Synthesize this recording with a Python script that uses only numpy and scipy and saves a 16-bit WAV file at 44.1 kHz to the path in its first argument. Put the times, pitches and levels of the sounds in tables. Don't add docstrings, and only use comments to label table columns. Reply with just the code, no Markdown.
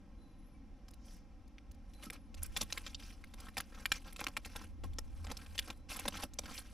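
import sys
import numpy as np
from scipy import signal
from scipy.fft import rfft, irfft, next_fast_len
from scipy.io import wavfile
from scipy.ndimage import uniform_filter1d, map_coordinates

SR = 44100
rng = np.random.default_rng(int(sys.argv[2]) if len(sys.argv) > 2 else 0)


def master(y):
    cut = np.clip(np.atleast_2d(y).T, -1, 1)
    pcm = np.round(cut * 32767)
    wavfile.write(sys.argv[1], SR, pcm.astype(np.int16))


N = 296793

# (frequency [Hz], level [dB])
AIR_SPECTRUM = [(12, -12), (32, 0.5), (56, 1), (92, -8), (145, -5.5), (275, -11), (460, -22.5),
                (820, -24.5), (1550, -34.5), (2450, -36.5), (4300, -46), (5650, -42.5), (7100, -55),
                (9100, -51.5), (11600, -54), (15200, -56.5)]
RUB_SPECTRUM = [(60, 0.5), (200, 1), (500, -8), (1000, -6), (1600, -7), (2600, -22.5), (6000, -62.5)]
CRINKLE_SPECTRUM = [(600, -22), (1500, 3), (2400, 11.5), (4000, 4.5), (6000, 5.5), (9000, -22.5),
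                    (12000, 2.5)]
FIZZ_SPECTRUM = [(4000, -34), (8000, 7), (10500, 6), (16000, -1.5)]
# (frequency [Hz], side gain [dB])
AIR_SIDE_GAIN = [(35, -11), (70, -9), (130, -27.5), (500, -15), (2000, -7), (5000, -2.5), (10000, 2.5)]
FOIL_SIDE_GAIN = [(300, -22.5), (1500, -19.5), (2400, -17), (3700, -9.5), (4400, -11), (5300, -6.5),
                  (8000, -6), (11000, -2), (15000, -1.5)]
# (peak time [s], level [dB], rise constant [s], fall constant [s])
DRONE_SWELLS = [(2.4, -50.5, 0.054, .25), (4.88, -48, 0.14, 0.17), (5.15, -51, 0.068, 0.078),
                (5.56, -57, 0.064, 0.055)]
# (time [s], level [dB])
BIRD_ARCHES = [(.15, -87), (1.87, -86)]
# (time [s], duration [s], pitch [Hz], sag [Hz], level [dB])
BIRD_NOTES = [(.18, .27, 4035, 48, -79), (.54, .16, 2330, 370, -79), (1.935, 0.092, 4050, 80, -71),
              (5.72, .18, 4000, 10, -83)]
# (time [s], level [dB])
PLATE_BUMPS = [(2.064, -38), (2.099, -42), (2.564, -40.5), (2.611, -35), (3.572, -44), (4.21, -40.5),
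               (4.267, -42), (4.368, -41.5), (4.837, -35.5), (6.056, -37), (6.078, -46), (6.236, -35.5),
               (6.388, -45)]
# (time [s], level [dB])
GRIP_LEVELS = [(0, -100), (1.8, -94), (2.02, -68), (2.25, -95), (2.55, -66), (2.95, -73.5), (3.25, -75.5),
               (3.65, -74), (3.9, -67), (4.4, -72.5), (4.62, -68.5), (4.76, -88), (5.2, -71), (5.72, -75),
               (5.83, -95), (6.1, -70.5), (6.33, -84), (6.45, -60), (6.73, -70)]
# (time [s], duration [s], crinkle [dB], rub re crinkle [dB], fizz re crinkle [dB])
FINGER_PULLS = [(1.04, 0.13, -72.5, -5, -1.5), (2.015, 0.046, -58, -12, -7.5),
                (2.123, 0.012, -53.5, -3.5, -9), (2.364, 0.026, -66.5, -2, -9), (2.414, 0.031, -57, -7, -8),
                (2.553, 0.072, -57.5, -7.5, -6), (2.7, .11, -63, -4.5, -3.5),
                (2.832, 0.072, -60.5, -10, -10), (2.988, .14, -60.5, -11, -11),
                (3.378, 0.097, -65.5, 3.5, -5.5), (3.569, 0.029, -51.5, 0, -27),
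                (3.719, 0.096, -64.5, 4.5, -12), (3.92, 0.048, -50.5, -10, -13),
                (4.053, 0.028, -58.5, 1.5, -13), (4.185, 0.11, -62.5, 1.5, -17),
                (4.455, 0.068, -63.5, -3, -12), (4.55, 0.083, -60, 2.5, -11),
                (4.834, 0.019, -65, -1.5, -10), (5.12, 0.657, -79.5, 0, 1.5), (5.26, 0.059, -62, 4, -21),
                (5.34, 0.11, -69, 3, -10), (5.52, .14, -68, -0.5, -4), (5.671, 0.032, -59, 5, -7.5),
                (5.886, 0.051, -51.5, -6.5, -6), (5.945, 0.14, -54, -2.5, -11), (6.119, .085, -54, -1, -11),
                (6.211, 0.021, -48.5, -4.5, -8.5), (6.448, 0.083, -57, 0, -11.5),
                (6.534, 0.067, -55, -10, -3)]
# (time [s], level [dB], facet pitch [Hz], knock [dB], sizzle [dB], facet t60 [s])
CREASE_SNAPS = [(0.883, -47.5, 5190, -2, -18, .016), (.908, -57, 5000, -15, 1, 0.01),
                (0.936, -50, 4040, -15, -7, 0.021), (1.478, -61, 5000, -14, -5, .01),
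                (1.583, -41.5, 2000, -32, -36, 0.0072), (1.713, -51, 4560, -15, -5, .014),
                (1.745, -63, 5000, -15, -4, .012), (1.936, -51.5, 4000, -20, -10, .012),
                (2.034, -38.5, 2110, -3.5, -8.5, 0.029), (2.101, -31.5, 2340, -22, -8.5, 0.0089),
                (2.343, -40.5, 4750, -8.5, -14, 0.018), (2.429, -34.5, 8700, -30, 5.5, .013),
                (2.46, -45.5, 3460, -25, 3, .01), (2.564, -22.5, 3460, -8.5, -19, .022),
                (2.569, -23, 3450, -10.5, -11, 0.024), (2.61, -25, 5620, -4.5, -20, 0.041),
                (2.613, -21.5, 5760, -12, -18, 0.011), (2.626, -32, 3530, -15, -7, .03),
                (2.702, -39, 1880, -28, -15, .016), (2.725, -24, 3960, -41, -14.5, 0.0082),
                (2.775, -25.5, 2200, -21.5, -16, 0.025), (2.864, -29.5, 3150, -12, -28, .025),
                (2.876, -37, 3200, -20, -26, 0.0074), (2.946, -27.5, 4050, -55, -42, 0.018),
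                (3.025, -42.5, 2700, -18, -17, 0.011), (3.24, -40, 2135, -26.5, -17, 0.015),
                (3.338, -43, 3670, -2.5, -10, .015), (3.401, -42.5, 4980, -6, -6, 0.023),
                (3.485, -39, 1770, -12.5, -16, .022), (3.569, -27, 2340, -4, -11.5, .015),
                (3.579, -25, 5040, -3.5, -12, .019), (3.603, -26, 1680, -10, -10, .01),
                (3.856, -18.5, 2380, -28, -16, .015), (3.918, -12, 2410, -24, -19.5, .017),
                (4.126, -46, 2120, -30, 2.5, 0.011), (4.162, -36.5, 2580, -17, -12, 0.017),
                (4.193, -36, 3450, 3, -25, 0.017), (4.203, -33.5, 2530, -16, -5.5, .013),
                (4.212, -31.5, 2390, 3, -27, 0.011), (4.241, -31, 4900, -2, -23, 0.0067),
                (4.267, -21, 2305, -15, -20, 0.012), (4.283, -35.5, 4270, -5, -14, 0.0085),
                (4.367, -23, 2360, -10, -15.5, .015), (4.371, -25, 2386, -6, -20, .015),
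                (4.448, -35, 2610, -27, -13, 0.023), (4.458, -35, 2660, -3.5, -12, .012),
                (4.561, -33, 3460, -23, -8, .013), (4.836, -40.5, 3365, 4.5, -12, .035),
                (4.934, -50, 3500, -20, -12, 0.0133), (4.985, -28, 5300, -2.5, -22, .016),
                (5.244, -41, 5000, 2.5, -24, 0.025), (5.269, -37, 2040, -2, -23, 0.0084),
                (5.314, -30.5, 3900, 1, -13, .021), (5.369, -34.5, 5200, -26, -15, 0.022),
                (5.463, -43.5, 2600, -22, -23, 0.013), (5.554, -43, 3100, -9, -13, 0.018),
                (5.579, -26, 3500, -26, -13, 0.016), (5.59, -18.5, 3306, -32.5, -16, .017),
                (5.625, -45, 3500, -23, -20, .012), (5.702, -30, 2410, -18, -19, 0.016),
                (5.917, -35, 2370, 0, -12, 0.015), (5.963, -36.5, 3070, -31, 0.5, 0.02),
                (5.991, -31, 2320, -3, -5, 0.022), (6.054, -32.5, 2090, 7, -12, .017),
                (6.079, -24.5, 3640, -27, -5.5, 0.0095), (6.082, -25.5, 3130, 2, -11.5, .013),
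                (6.17, -35, 3400, -15, -12, .018), (6.235, -30.5, 2780, 0, -7, 0.0095),
                (6.336, -43.5, 6830, -17, -7, .013), (6.387, -28.5, 6130, -17, -15, .013),
                (6.389, -26, 5690, -3, -30, .008), (6.457, -37, 2210, -5, -20, 0.018),
                (6.578, -32, 4280, -48, -25, 0.032)]
# (frequency [Hz], gain [dB])
EARLY_RESPONSE = [(100, -1.5), (1500, 3.5), (5000, 1.5), (7700, .5), (9500, -14.5), (12000, -26.5)]
LATE_RESPONSE = [(100, 4), (1000, -3), (5000, -2.5), (9000, -2.5)]
OVERALL_RESPONSE = [(2000, -2), (2380, -0.5), (2700, -1), (7500, 3), (8900, -0.5), (10000, 5), (11700, 6.5),
                    (12900, -15), (14200, -1), (15400, 0), (15900, -24), (17500, -34.5)]

DOUBLING_S, TOP_HZ = .00378, 17500


def amp(db):
    return 10 ** (np.asarray(db) / 20)


def unit(x):
    return x / np.sqrt(np.mean(x ** 2) + 1e-20)


def decay(t, t60):
    return np.exp(-np.log(1000) * t / t60)


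def gain_at(points, hz):
    knots_hz, db = np.transpose(points)
    return amp(np.interp(np.log(hz + 1), np.log(knots_hz + 1), db))


def wobble(rate):
    return map_coordinates(rng.standard_normal(int(N * rate / SR) + 4), [np.arange(N) * rate / SR])


def filtered(x, response):
    size = next_fast_len(N + SR // 4)
    return irfft(rfft(x, size) * response(np.fft.rfftfreq(size, 1 / SR)), size)[..., :N]


def coloured(x, spectrum):
    return filtered(x, lambda hz: gain_at(spectrum, hz))


def narrowed(pair, side_gain):
    return np.array([pair[0], coloured(pair[1], side_gain)])


def narrow_noise(centre_hz, width_hz):
    noise = rng.standard_normal((2, N))
    return unit(filtered(noise, lambda hz: 1 / (1 + ((hz - centre_hz) / width_hz) ** 2)))


def outdoors():
    t = np.arange(N) / SR
    air = amp(-58.5 + .21 * wobble(4.5)) * unit(coloured(rng.standard_normal((2, N)), AIR_SPECTRUM))
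    hum = amp(-65) * narrow_noise(centre_hz=34.1, width_hz=4)
    drone = narrow_noise(centre_hz=80.2, width_hz=7.1)
    drone += amp(-3.5) * narrow_noise(centre_hz=37, width_hz=28)
    strength = amp(-70.5 + 1.5 * t)
    for peak, db, rise, fall in DRONE_SWELLS:
        strength += amp(db) * np.exp(-np.maximum((peak - t) / rise, (t - peak) / fall))
    return narrowed(air + hum, AIR_SIDE_GAIN) + strength * drone * amp([[-2], [-4.5]])


def whistle(start, length, hz, db):
    t = np.arange(N) / SR - start
    gate = np.clip(np.minimum(t, length - t) / .012, 0, 1)
    strength = gate * amp(db + 4.7 * wobble(70))
    pitch_hz = hz * (1 + .009 * wobble(300))
    return strength * np.sin(2 * np.pi * np.cumsum(pitch_hz) / SR)


def bird(arch_s=.42, foot_hz=8900, dip=.22, fade_db=17):
    song, t = np.zeros(N), np.arange(N) / SR
    for start, db in BIRD_ARCHES:
        turn = np.pi * np.clip((t - start) / arch_s, 0, 1)
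        arch = np.sin(turn) * (1 + 2 * dip * np.cos(2 * turn)) / (1 - dip)
        song += whistle(start, arch_s, foot_hz + 2600 * arch, db - 7 * (1 - arch))
    for start, length, hz, sag_hz, db in BIRD_NOTES:
        progress = np.clip((t - start) / length, 0, 1)
        song += whistle(start, length, hz - sag_hz * progress, db - fade_db * progress)
    return np.array([song, .5 * song])


def table_echo(pair, t60, wet_db):
    t = np.arange(SR // 6) / SR
    tail = rng.standard_normal((2, len(t))) * decay(t, t60) * (t > .004)
    tail /= np.linalg.norm(tail, axis=1, keepdims=True)
    return pair + amp(wet_db) * signal.fftconvolve(pair[:1], tail, axes=1)[:, :N]


def ring(t, hz, spread, t60, stagger, count):
    rank = (np.arange(count) + rng.random((2, count))) / count
    ratio = (rank + .045) / (1 - rank + 1e-6)
    modes_hz = np.clip(hz * ratio ** np.clip(spread, .05, 1), 60, SR / 2)[..., None]
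    age = np.maximum(t - stagger * t60 * rng.exponential(size=modes_hz.shape), 0)
    polarity = rng.choice([-1, 1], modes_hz.shape) * (modes_hz < TOP_HZ)
    ringing = np.sum(polarity * np.sin(2 * np.pi * modes_hz * age) * decay(age, t60), axis=1)
    return ringing / (np.linalg.norm(ringing, axis=1, keepdims=True) + 1e-9)


def plate_bumps():
    out, t = np.zeros((2, N + SR)), np.arange(SR // 10) / SR
    for start, db in PLATE_BUMPS:
        thud = ring(t, hz=192.4, spread=.42, t60=.053, stagger=.079, count=14)
        out[:, int(start * SR):][:, :len(t)] += amp(db + 16.5) * thud
    return out[:, :N]


def first_touch(peak_s=1.11, width_s=.092):
    stroke = np.exp(-((np.arange(N) / SR - peak_s) / width_s) ** 2)
    return stroke * amp(-73.5) * narrow_noise(centre_hz=5400, width_hz=1000)


def grains(spectrum, band_hz, rate, t60, scatter_db, hiss):
    t = np.arange(int(t60 * SR)) / SR
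    when, pitch, chance, lean = rng.random((int(rate * N / SR), 4)).T[:, :, None]
    hz = np.interp(pitch, [0, 1], band_hz)
    size = amp(-scatter_db * np.log(chance + np.exp(-3)))
    ticks = size * np.sin(2 * np.pi * hz * t) * decay(t, t60)
    samples = ((when * N).astype(int) + np.arange(len(t))).ravel()
    mid_side_gains = np.sign(lean - .5), np.cos(4 * np.pi * lean)
    pair = np.array([unit(np.bincount(samples, (ticks * g).ravel(), N)[:N]) for g in mid_side_gains])
    return unit(coloured(pair + hiss * rng.standard_normal((2, N)), spectrum))


def flexing(pair, depth_db):
    spectra = signal.stft(pair, nperseg=512)[2]
    patches = uniform_filter1d(rng.standard_normal(spectra.shape[1:]), size=7, axis=0)
    patches = uniform_filter1d(patches, size=6, axis=1)
    return signal.istft(spectra * amp(depth_db * unit(patches)), nperseg=512)[1][:, :N]


def pull_envelope(t, length, attack_s=.0088, fade_db_per_s=554):
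    return np.clip(t / attack_s, 0, 1) * amp(-fade_db_per_s * np.maximum(t - length, 0))


def handling():
    t = np.arange(N) / SR
    grip_db = np.interp(t, *np.transpose(GRIP_LEVELS))
    power = amp([grip_db, grip_db - 4, grip_db - 7]) ** 2
    for start, length, db, rub_db, fizz_db in FINGER_PULLS:
        span = slice(int(start * SR), int((start + length) * SR) + SR // 5)
        gains = amp([[db], [db + rub_db], [db + fizz_db]])
        power[:, span] += (gains * pull_envelope(t[span] - start, length)) ** 2
    crinkling, rubbing, fizzing = np.sqrt(power)
    jerks = amp(2.4 * wobble(110))
    rub = grains(RUB_SPECTRUM, band_hz=(350, 2135), rate=700, t60=.0056, scatter_db=5.5, hiss=1.45)
    crinkle = grains(CRINKLE_SPECTRUM, band_hz=(1220, 9300), rate=1400, t60=.003, scatter_db=5, hiss=.7)
    fizz = grains(FIZZ_SPECTRUM, band_hz=(7500, 16000), rate=1400, t60=.0014, scatter_db=7, hiss=.77)
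    rustle = amp(1.27) * rubbing * rub + amp(-3) * crinkling * crinkle + amp(.5) * fizzing * fizz
    return jerks * flexing(rustle, depth_db=1.77)


def crease_snaps():
    out = np.zeros((2, N + SR))
    for start, db, hz, knock_db, sizzle_db, t60 in CREASE_SNAPS:
        t = np.arange(min(int(1.4 * t60 * SR), SR // 30)) / SR
        spread = .35 + .0036 * knock_db
        main_mode = np.sin(2 * np.pi * hz * t) * decay(t, 1.15 * t60)
        facet = ring(t, hz, spread, t60, stagger=.03, count=40)
        facet += .55 * main_mode / np.linalg.norm(main_mode)
        knock = ring(t, hz=793, spread=.27, t60=1.39 * t60, stagger=.05, count=16)
        sizzle = ring(t, hz=12150, spread=.1707, t60=.65 * t60, stagger=.087, count=40)
        snap = facet + amp(knock_db + 1.5) * knock + amp(sizzle_db + 8) * sizzle
        out[:, int(start * SR):][:, :len(t)] += amp(db + 7.5) * snap
    return out[:, :N]


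def scene():
    snaps = table_echo(crease_snaps(), t60=.051, wet_db=-20.5)
    mid, side = snaps + plate_bumps() + handling() + first_touch()
    foil = narrowed([mid, side - .19 * mid], FOIL_SIDE_GAIN)
    far_bird = table_echo(bird(), t60=.13, wet_db=-3)
    mid, side = outdoors() + far_bird + foil
    return np.array([mid + side, mid - side])


def record(dry):
    early = coloured(dry.mean(axis=0), EARLY_RESPONSE)
    late = filtered(dry, lambda hz: np.exp(-2j * np.pi * hz * DOUBLING_S) * gain_at(LATE_RESPONSE, hz))
    return filtered(early + late, lambda hz: gain_at(OVERALL_RESPONSE, hz) * (hz < TOP_HZ))


dry = scene()
out = record(dry)
master(out)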